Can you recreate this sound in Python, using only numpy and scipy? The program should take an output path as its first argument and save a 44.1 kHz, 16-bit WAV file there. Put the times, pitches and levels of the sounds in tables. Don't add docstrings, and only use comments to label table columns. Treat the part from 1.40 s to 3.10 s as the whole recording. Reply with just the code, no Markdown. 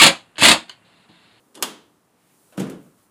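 import sys
import numpy as np
from scipy import signal
from scipy.fft import rfft, irfft
from scipy.io import wavfile

SR = 44100
rng = np.random.default_rng(int(sys.argv[2]) if len(sys.argv) > 2 else 0)


def transcribe(signal):
    frames = np.atleast_2d(signal).T
    limited = np.clip(frames, -1, 1)
    pcm = np.round(limited * 32767).astype(np.int16)
    wavfile.write(sys.argv[1], SR, pcm)


N = 74970
T = np.arange(N) / SR


# t/s, boom level/dB, tilt of the panel's notes/dB per octave, rattle level/dB
GATE_BLOWS = [(1.124, -50, 2, -17.5), (1.1768, 4, -2.5, 0), (1.1978, 0.5, -7.5, 1), (1.2146, -9, 9, -8),
              (1.2668, -6.5, 0.5, -11.5), (1.297, -10, 2, -11), (1.32, -16, -4.5, -14.5),
              (1.343, -19, -14.5, -30), (1.462, -25.5, -2, -30), (1.581, -43.5, -4, -29)]
# f/Hz, level/dB, fade/s
PANEL_NOTES = [(123, -36, .28), (138, -30, .3), (187, -19, .22), (204, -32, .24), (234, -35, .24),
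               (264, -27, .27), (312, -28, .25), (367, -27, .24), (396, -32, .24), (432, -29, .26),
               (472, -31, .24), (518, -31, .19), (541, -31, .2)]
# f/Hz, level/dB
RUMBLE_COLOUR = [(30, -29), (70, -17), (105, -11.5), (170, -2), (300, -2), (520, -8.5), (650, -27),
                 (800, -26.5), (1200, -25), (3000, -42)]
# f/Hz, fade/s
RUMBLE_FADE = [(60, 0.16), (200, 0.21), (700, 0.04)]
# f/Hz, level/dB
RATTLE_COLOUR = [(200, -22), (600, 11), (720, 6.5), (870, 2), (1300, 5), (1900, -1.5), (3000, -2),
                 (5000, -11.5), (10000, -11), (13000, -21), (15000, -23)]
# f/Hz, fade/s
RATTLE_FADE = [(500, 0.15), (2000, .17), (6000, 0.28), (13000, 0.21)]
def gate_landing():
    give_way = 1 - np.exp(-T / .0012)
    boom_lag_s, out = 0.0023, 0
    for start, boom_db, tilt, rattle_db in GATE_BLOWS:
        rattle = amp(-34.5) * burst(RATTLE_COLOUR, RATTLE_FADE, echo_db=-4)
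        notes = amp(-6) * give_way * ring(PANEL_NOTES, thud=True, tilt_db=tilt)
        rumble = amp(-29.5) * burst(RUMBLE_COLOUR, RUMBLE_FADE, echo_db=-6)
        out += amp(rattle_db) * at(start, rattle)
        out += amp(boom_db) * at(start + boom_lag_s, notes + rumble)
    return low_cut(out, hz=159, order=3)


# t/s, level/dB, tilt of the crack/dB per octave
LATCH_CLICKS = [(0.145, -38, 2), (0.1522, -25, 2), (0.173, -27, -3), (0.218, -28.5, -3), (0.2248, 1, 1)]
# f/Hz, level/dB, fade/s
LATCH_NOTES = [(880, -24, .13), (1222, -25, .14), (2804, -25, .12), (2884, -21, .13), (3205, -20, .13),
               (3463, -20, .13), (4226, -26, .12), (4458, -30, .14), (4925, -22, .11), (6748, -23, .1),
               (7420, -26, .1), (7815, -27, .12), (8399, -27, .12), (9346, -23, .11), (10200, -24, .09),
               (11635, -32, .12)]
# f/Hz, level/dB
CRACK_COLOUR = [(110, -11), (250, 1.5), (600, -1), (720, -3.5), (1000, 1.5), (1250, -1), (1900, -4.5),
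                (2400, -6), (3100, 1), (4000, -4), (5800, -5.5), (7000, -3.5), (9000, -4), (11000, -3),
                (12500, -13.5), (15000, -9)]
# f/Hz, fade/s
CRACK_FADE = [(200, .12), (1000, 0.13), (3000, 0.062), (12000, .05)]
def latch():
    notes = amp(-7.5) * ring(LATCH_NOTES)
    treble_cut = signal.butter(8, 11400, fs=SR, output="sos")
    soft_below_db, out = -12, 0
    for start, db, tilt in LATCH_CLICKS:
        crack = amp(-15.5) * burst(CRACK_COLOUR, CRACK_FADE, echo_db=-11.5, tilt_db=tilt)
        click = at(start, notes + crack)
        if db < soft_below_db:
            click = signal.sosfilt(treble_cut, click)
        out += amp(db) * click
    return low_cut(out, hz=180, order=3)


# f/Hz, level/dB, fade/s
SHUDDER_NOTES = [(162.4, -53.5, 1), (212, -43, .55), (258, -29.5, 0.24), (297, -44.5, 0.99),
                 (344, -38.5, 0.53), (428, -31.5, 0.35)]
def shudder():
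    swell = 1 - np.exp(-T / 0.015)
    return at(.24, amp(-3.5) * swell * ring(SHUDDER_NOTES))


# t/s, level/dB, tilt/dB per octave
CABLE_TICKS = [(1.1737, -52, 3), (1.196, -35, -2), (1.201, -29.5, -3), (1.298, -48, 2.5)]
# f/Hz, level/dB
TICK_COLOUR = [(1000, -22), (3500, -8.5), (7000, 3.5), (11000, -1), (12500, -1.5), (15000, -11)]
# f/Hz, fade/s
TICK_FADE = [(1000, 0.04), (12000, 0.069)]
def cable_ticks():
    return sum(at(start, amp(db) * burst(TICK_COLOUR, TICK_FADE, echo_db=-25, tilt_db=tilt))
               for start, db, tilt in CABLE_TICKS)


# t/s, level/dB
SCRAPE_LOUDNESS = [(0.145, -65.5), (0.156, -48.5), (0.175, -47), (0.187, -46.5), (0.2, -41.5), (0.218, -42),
                   (0.235, -72), (0.26, -95.5), (1.1, -66), (1.135, -71), (1.158, -52), (1.18, -45),
                   (1.22, -90)]
# f/Hz, level/dB
SCRAPE_COLOUR = [(80, -39.5), (180, -4), (290, 7), (480, 3), (700, -6.5), (1200, -7.5), (2000, -28.5),
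                 (6000, -32.5)]
def scrape():
    return loudness(SCRAPE_LOUDNESS) * noise(SCRAPE_COLOUR)


# t/s, level/dB
ROCK_LOUDNESS = [(1.12, -95), (1.18, -64.5), (1.255, -62), (1.285, -50), (1.35, -60), (1.42, -81),
                 (1.5, -81)]
# f/Hz, level/dB
ROCK_COLOUR = [(15, -5), (30, -3.5), (55, 4), (90, -11.5), (200, -40)]
def truck_rocking():
    return loudness(ROCK_LOUDNESS) * noise(ROCK_COLOUR)


# t/s, level/dB
HISS_LOUDNESS = [(0, -68), (.55, -71), (.75, -72), (.92, -63), (1.11, -60), (1.28, -74), (1.43, -63),
                 (1.53, -67), (1.63, -63), (1.7, -69)]
# f/Hz, level/dB
HISS_COLOUR = [(500, -3.5), (2500, -4.5), (5000, -4), (9500, 4.5), (13000, -2), (15000, 0)]
def swing_hiss():
    return loudness(HISS_LOUDNESS) * noise(HISS_COLOUR)


# t/s, level/dB
MID_HISS_LOUDNESS = [(.6, -86.5), (.83, -71), (.93, -69.5), (1.02, -89), (1.15, -106)]
# f/Hz, level/dB
MID_HISS_COLOUR = [(800, -19.5), (1800, -0.5), (2800, -2), (4500, -10.5), (9000, -18)]
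def swing_mid_hiss():
    return loudness(MID_HISS_LOUDNESS) * noise(MID_HISS_COLOUR)


# f/Hz, level/dB
AIR_COLOUR = [(25, -22.5), (50, -16), (90, -4.5), (160, 1.5), (300, 0), (600, -6), (1200, -7.5),
              (2500, -19.5), (6000, -23.5), (15000, -34.5)]
def garage_air():
    return amp(-64) * noise(AIR_COLOUR)


# f/Hz, fade/s
ECHO_FADE = [(100, 0.61), (300, 0.44), (1000, 0.42), (3500, 0.43), (7000, 0.33), (13000, 0.24)]
def garage_echo(t, hz, db):
    build_up = 1 - np.exp(-t / 0.016)
    tilt_db = -2.33 * np.log2(hz / 2000)
    return build_up * amp(db + tilt_db - 60 * t / at_hz(ECHO_FADE, hz))


def burst(colour, fades, echo_db, tilt_db=0):
    t = T[:2 ** 15]
    hz = np.fft.rfftfreq(len(t), 1 / SR)
    edges = np.append(20, np.geomspace(100, 17000, 23))
    gain = amp(at_hz(colour, hz))
    spectrum, out = gain * rfft(rng.standard_normal(len(t))), 0
    for low, high in zip(edges, edges[1:]):
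        inside, middle = (hz >= low) & (hz < high), np.sqrt(low * high)
        band = np.fft.ifft(spectrum * inside, len(t))
        band = band.real / (np.abs(band) + band.std() / 2)
        share = np.sqrt(np.sum(gain[inside] ** 2) / np.sum(gain ** 2))
        tilt = amp(tilt_db * np.log2(middle / 2000))
        direct = amp(-60 * t / at_hz(fades, middle))
        echo = garage_echo(t, middle, echo_db)
        out += band / band.std() * share * tilt * np.hypot(direct, echo)
    return at(0, out)


def ring(notes, thud=False, tilt_db=0):
    out = 0
    for k, (hz, db, fade) in enumerate(notes):
        direction = 1 if thud else (-1) ** k
        start_db = db + tilt_db * np.log2(hz / 253)
        out += direction * np.sin(2 * np.pi * hz * T) * amp(start_db - 60 * T / fade)
    return out


def noise(colour):
    gain = amp(at_hz(colour, np.fft.rfftfreq(N, 1 / SR)))
    x = irfft(rfft(rng.standard_normal(N)) * gain, N)
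    return x / x.std()


def amp(db):
    return 10 ** (np.asarray(db) / 20)


def at_hz(points, hz):
    f, values = np.transpose(points)
    return np.interp(np.log(hz + 1e-3), np.log(f), values)


def loudness(points):
    return amp(np.interp(T, *np.transpose(points)))


def at(start, sound):
    return np.pad(sound, (int(start * SR), N))[:N]


def low_cut(x, hz, order=2):
    return signal.sosfilt(signal.butter(order, hz, "high", fs=SR, output="sos"), x)


def scene():
    knocks = latch() + shudder() + gate_landing() + cable_ticks()
    movement = scrape() + swing_hiss() + swing_mid_hiss() + truck_rocking()
    return (knocks + movement + garage_air())[None]


def record(dry):
    treble_cut = signal.ellip(10, .2, 70, 15400, fs=SR, output="sos")
    return signal.sosfilt(treble_cut, low_cut(dry, hz=51))


dry = scene()
out = record(dry)
transcribe(out)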